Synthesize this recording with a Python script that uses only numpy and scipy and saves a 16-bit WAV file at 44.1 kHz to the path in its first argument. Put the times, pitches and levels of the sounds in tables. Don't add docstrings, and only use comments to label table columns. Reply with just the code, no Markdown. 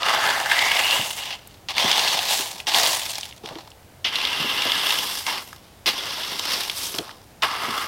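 import sys
import numpy as np
from scipy import signal
from scipy.fft import rfft, irfft
from scipy.io import wavfile
from scipy.ndimage import uniform_filter1d

SR = 44100
rng = np.random.default_rng(int(sys.argv[2]) if len(sys.argv) > 2 else 0)


def transcribe(u):
    v = np.clip(np.atleast_2d(u).T, -1, 1)
    q = np.round(v * 32767).astype(np.int16)
    wavfile.write(sys.argv[1], SR, q)


N = 347067
TIME = np.arange(N) / SR

# (start [s], attack [s], drag [s], slowing [s], crunch before trim [dB], swell over the drag [dB],
#  heap re crunch [dB], chips re crunch [dB], first bite [Hz], last bite [Hz], ringing [dB])
STROKES = [(-.03, .11, .33, 0.77, -23.5, -2, 1, -12.5, 1200, 1650, 1.5),
           (.47, .05, .48, .25, -23, 1, -7, -12, 1680, 2950, 1),
           (1.125, 0.058, 0.2, 0.087, -33, 0.5, -8.5, -20, 2930, 2860, -3.5),
           (1.73, 0.077, 0.32, 0.67, -21.5, -1, -6, -12.5, 3420, 3720, -5.5),
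           (2.695, .065, 0.18, 0.2, -19.5, -3, -5, -6.5, 3740, 4370, -7),
           (4.06, 0.094, .84, 0.51, -28, 4, -7.5, -14, 3060, 3254, -1.5),
           (5.245, 0.039, .12, .11, -28.5, -2.5, -3, -20, 960, 963, -2.5),
           (5.865, 0.023, 0.57, 0.31, -31, -1, -6.5, -10.5, 3270, 3800, -8.5),
           (6.39, 0.12, 0.14, 0.35, -27, 1, -8.5, -11.5, 4060, 4500, -11),
           (7.412, 0.031, 0.4, .2, -33.5, 2, 2, -10.5, 1090, 1225, 1.5)]
# (pitch [Hz], width [Hz], relative level [dB])
STEEL_MODES = [(1000, 570, -4), (1231, 190, -5.5), (1684, 270, 0.5), (1820, 440, -17), (2080, 240, 5),
               (2486, 380, -1.5), (2818, 210, 5), (2990, 480, 3.5), (3420, 540, 5.5), (4690, 580, 2.5),
               (5160, 310, -16)]
# (time [s], clatter peak [dB], crunch before trim [dB],
#  heap re crunch [dB], chips re crunch [dB])
LANDINGS = [(1.686, -16, -30.5, -6.5, -15), (2.669, -12, -23, -6.5, -12.5), (4.044, -16.5, -24, -13, -23.5),
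            (5.266, -11, -34, -15, -15), (5.859, -11, -22.5, -10.5, -12.5), (7.422, -12.5, -27.5, 2.5, -14)]


def undb(db):
    return 10 ** (np.asarray(db) / 20)


def unit(x):
    return x / np.sqrt(np.mean(x ** 2) + 1e-18)


def even(x, size=6600):
    return x / np.sqrt(np.maximum(uniform_filter1d(x ** 2, size), 0) + 1e-18)


def band(x, lo_hz, hi_hz, order=3):
    edges_hz = [lo_hz, min(hi_hz, SR / 2 - 1)]
    return signal.sosfilt(signal.butter(order, edges_hz, "band", fs=SR, output="sos"), x + 1e-18)


def ring(x, hz, width_hz):
    return signal.lfilter(*signal.iirpeak(min(hz, SR / 2 - 1), hz / width_hz, SR), x + 1e-18)


def colour(x, points, size=2048):
    hz, db = np.transpose(points)
    bins_hz = np.arange(size // 2 + 1) * SR / size
    gain = undb(np.interp(np.log(bins_hz + 1), np.log(hz), db))
    cepstrum = irfft(np.log(gain))
    cepstrum[1:size // 2] *= 2
    cepstrum[size // 2 + 1:] = 0
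    response = irfft(np.exp(rfft(cepstrum)))
    return signal.fftconvolve(x, response)[:len(x)]


def add(out, s, x):
    i = max(int(s * SR), 0)
    out[i:i + len(x)] += x[:N - i]


def burst(decay_s, size=8192):
    return rng.standard_normal(size) * np.exp(-TIME[:size] / decay_s)


def raking(gains, tone, knocks_per_s, spread_db, creep, ring_db, trims_db):
    effort = np.sqrt(gains[1] / gains[1].max())
    knocks = collisions(knocks_per_s * (.2 + effort), spread_db,
                        slips_per_s=130, slip_s=.0036, creep=creep * (.16 + effort))
    gravel = unit(colour(stones(knocks), tone))
    both = gravel + undb(ring_db) * tines(knocks)
    heap = band(both, 70, 1480, order=5)
    crunch = band(both, 1480, 6400, order=5)
    chips = band(gravel, 6400, 19000, order=5)
    return sum(even(part) * gain * undb(db)
               for part, gain, db in zip((heap, crunch, chips), gains, trims_db))


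def collisions(rate, spread_db, slips_per_s, slip_s, creep):
    slips = (rng.random(N) < slips_per_s / SR) * rng.random(N) ** 3
    push = creep + signal.lfilter([1], [1, -np.exp(-1 / (slip_s * SR))], slips)
    size = undb(spread_db * np.minimum(rng.exponential(size=N), 3.5)) * push
    return size * (rng.random(N) < rate / SR)


def patchy_noise(patchy_db=2.5, per_s=60):
    steps = np.clip(rng.standard_normal(2000), -2, 2)
    walk = np.interp(TIME * per_s, np.arange(2000), steps)
    return rng.standard_normal(N) * undb(patchy_db * walk)


def strike(knocks, chance):
    return knocks * np.roll(chance, rng.integers(N))


def stones(knocks, sharpness=14, count=40):
    chance = patchy_noise()
    pitches_hz = np.linspace(np.sqrt(130), np.sqrt(16000), count) ** 2
    return sum(ring(strike(knocks, chance), hz, hz / sharpness + 60) for hz in pitches_hz)


def tines(knocks, focus=6.7, skirt=0.63, glide_half_width_hz=170, glide_db=-1):
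    bite_hz, bite_db = bite()
    chance = patchy_noise(patchy_db=2)
    low_pass = signal.butter(2, glide_half_width_hz, fs=SR, output="sos")
    scrape = signal.sosfilt(low_pass, strike(knocks, chance) + 1e-18)
    carrier = np.cos(2 * np.pi * np.cumsum(bite_hz) / SR)
    out = unit(scrape * carrier) * undb(glide_db)
    for hz, width, db in STEEL_MODES:
        share = skirt + np.exp(-(focus * np.log(hz / bite_hz)) ** 2)
        mode = ring(ring(strike(knocks, chance), hz, width), hz, 2 * width)
        out = out + unit(mode) * share * undb(db)
    return out * undb(bite_db)


def bite(lead_s=.04, ring_fall_db_per_s=35):
    hz, db = np.ones(N), np.zeros(N)
    for s, _, drag_s, *_, first_hz, last_hz, ring_db in STROKES:
        since = TIME >= s - lead_s
        age = TIME[since] - s
        hz[since] = first_hz * (last_hz / first_hz) ** np.clip(age / drag_s, 0, 1)
        db[since] = ring_db - ring_fall_db_per_s * np.maximum(age - drag_s, 0)
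    return hz, db


def motion(start_s, attack_s, hold_s, release_s, crunch_db, heap_db, chips_db,
           settle_db=-14.5, settle_db_per_s=48):
    slowing_powers = (1.4, 1.5, 1)
    age = TIME - start_s
    late = np.maximum(age - hold_s, 0)
    speed = np.clip(1 - late / release_s, 0, 1)
    settling = undb(settle_db - settle_db_per_s * late)
    onset = np.clip(age / attack_s, 0, 1) * undb(crunch_db)
    return np.array([onset * undb(db) * np.maximum(speed ** power, settling)
                     for db, power in zip((heap_db, 0, chips_db), slowing_powers)])


def movements(chips_rise_db=5.5):
    # (start [s], length [s], crunch before trim [dB], chips re crunch [dB])
    spills = [(1.014, .12, -39.5, 3), (2.251, 0.075, -24.5, -3), (2.882, 0.19, -32, -3.5),
              (3.098, 0.082, -36.5, -8), (4.8, 0.4, -38.5, 2.5), (5.171, 0.22, -47.5, 3.5),
              (6.715, 0.14, -33.5, 0.5)]
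    # (start [s], length [s], crunch before trim [dB])
    shuffles = [(2.558, 0.12, -48), (3.417, 0.11, -44), (6.887, 0.14, -44)]
    for s, attack_s, drag_s, slowing_s, db, swell_db, heap_db, chips_db, *_ in STROKES:
        along = np.clip((TIME - s) / drag_s, 0, 1)
        shed_db = chips_db + chips_rise_db * (along - .5)
        yield s, motion(s, attack_s, drag_s, slowing_s, db + swell_db * along, heap_db, shed_db)
    for s, _, db, heap_db, chips_db in LANDINGS:
        yield s, motion(s, .004, .02, .074, db, heap_db, chips_db)
    for s, length_s, db, chips_db in spills:
        yield s, motion(s, .064, length_s, .22, db, heap_db=-9, chips_db=chips_db)
    for s, length_s, db in shuffles:
        yield s, motion(s, .039, length_s, .25, db, heap_db=1, chips_db=-13)


def rake_head(x, ring_db=-5):
    steel = sum(undb(db) * ring(x, hz, width) for hz, width, db in STEEL_MODES)
    return x + undb(ring_db) * steel


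def landings(scatter_s=0.0026):
    out = np.zeros(N)
    for s, db, *_ in LANDINGS:
        clatter = burst(scatter_s)
        clatter = rake_head(band(clatter, 1860, 6200) + .5 * band(clatter, 680, 1300))
        add(out, s, clatter * undb(db) / np.abs(clatter).max())
    return out


def clacks(crack=0.32):
    # (time [s], peak [dB], pitch [Hz])
    stone_snaps = [(0.0315, -9.5, 3130), (0.5143, -7, 2094), (0.5911, -3.5, 2900), (0.7164, -5.5, 2140),
                   (0.9094, -6.5, 3191), (1.4733, -29.5, 10600), (1.781, -4, 3000), (1.9146, -3, 3690),
                   (1.9287, -7.5, 3380), (1.9932, -5.5, 4100), (2.0764, -9, 3140), (2.1906, -9, 3340),
                   (2.6015, -16.5, 2820), (2.7452, -3, 3680), (2.863, -7, 3840), (3.155, -17, 4700),
                   (3.21, -18, 5400), (3.2313, -17, 3410), (3.3109, -29, 3080), (3.3252, -28, 2830),
                   (3.459, -19.5, 3420), (3.555, -24.5, 2640), (3.7035, -36, 5600), (3.717, -33, 3120),
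                   (4.156, -9, 3280), (4.1625, -13, 3280), (4.2154, -11.5, 3230), (4.2518, -6.5, 3220),
                   (4.6207, -9.5, 3270), (4.719, -5, 3050), (4.9053, -6.5, 2940), (5.5293, -25.5, 1210),
                   (5.88, -11, 3500), (6.2338, -18, 3620), (6.3943, -12.5, 4430), (6.6975, -10, 3270),
                   (6.9418, -20, 2570), (6.985, -10, 3570), (7.0926, -25, 1310), (7.1112, -28, 3700),
                   (7.433, -5.5, 2300)]
    out = np.zeros(N)
    for s, db, hz in stone_snaps:
        contact = np.sign(rng.standard_normal(2048)) * np.exp(-TIME[:2048] / .0028)
        pitched = band(contact, 0.67 * hz, 1.45 * hz, order=2)
        snap = rake_head(pitched + crack * band(contact, 520, 5900, order=1))
        add(out, s, snap * undb(db) / np.abs(snap).max())
    return out


def thuds(decay_s=0.016, width_hz=90, grit=0.43):
    # (time [s], peak [dB], pitch [Hz])
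    dull_knocks = [(0.993, -24.5, 180), (1.842, -19, 213), (2.396, -26.5, 355), (3.438, -28.5, 381),
                   (3.509, -28.5, 350), (3.557, -28, 332), (4.398, -25.5, 225), (4.445, -21.5, 210),
                   (4.654, -22.5, 380), (6.941, -26.5, 367), (6.987, -20.5, 377.2), (7.638, -29.5, 180),
                   (7.682, -24, 239)]
    out = np.zeros(N)
    for s, db, hz in dull_knocks:
        press = burst(decay_s)
        knock = ring(band(press, 97, 1240, order=2), hz, width_hz)
        thud = knock + grit * band(press, 110, 770, order=2)
        add(out, s, thud * undb(db) / np.abs(thud).max())
    return out


def yard(x, wall_s=.018, wall_db=-20, tail_db=-23):
    response = band(burst(.06, size=32768), 250, 3500, order=1)
    response *= undb(tail_db) / np.linalg.norm(response)
    add(response, wall_s, undb(wall_db) * np.hanning(5) / 2)
    return x + signal.fftconvolve(x, response)[:N]


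def air(level_db=-49):
    # (pitch [Hz], relative density [dB])
    hush_colour = [(15, -19), (25, -11.5), (87, 0), (236, -8.5), (427, -11), (734, -10), (1130, -17),
                   (6210, -26), (7710, -27), (16000, -29.5)]
    return unit(colour(rng.standard_normal(N), hush_colour, size=8192)) * undb(level_db)


def scene(turn_s=3.95):
    # (pitch [Hz], relative level [dB])
    side_colour = [(100, -18.5), (250, -13.5), (450, -8.5), (760, 5.5), (1000, 3), (1450, -7.5), (2400, -3),
                   (3500, 1.5), (5000, -3), (6800, -9), (11000, -16), (16000, -20)]
    rear_colour = [(100, -24.5), (250, -13), (520, -12), (950, -6.5), (1500, -10), (1780, -11), (2400, -8),
                   (3300, -2), (4200, -4.5), (5300, -4.5), (6800, -17), (13000, -19.5), (16000, -27.5)]
    side_power = rear_power = 0
    for s, gains in movements():
        if s < turn_s:
            side_power = side_power + gains ** 2
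        else:
            rear_power = rear_power + gains ** 2
    trims_db = (.5, .3, .5)
    side = raking(np.sqrt(side_power), side_colour, knocks_per_s=9000,
                  spread_db=2.54, creep=0.69, ring_db=-8.5, trims_db=trims_db)
    rear = raking(np.sqrt(rear_power), rear_colour, knocks_per_s=9000,
                  spread_db=1.04, creep=0.98, ring_db=-6.5, trims_db=trims_db)
    hits = landings() + clacks() + thuds()
    return (yard(side + rear + hits) + air())[None]


def record(dry, top_hz=15900):
    return signal.sosfilt(signal.ellip(10, .2, 70, top_hz, fs=SR, output="sos"), dry)


dry = scene()
out = record(dry)
transcribe(out)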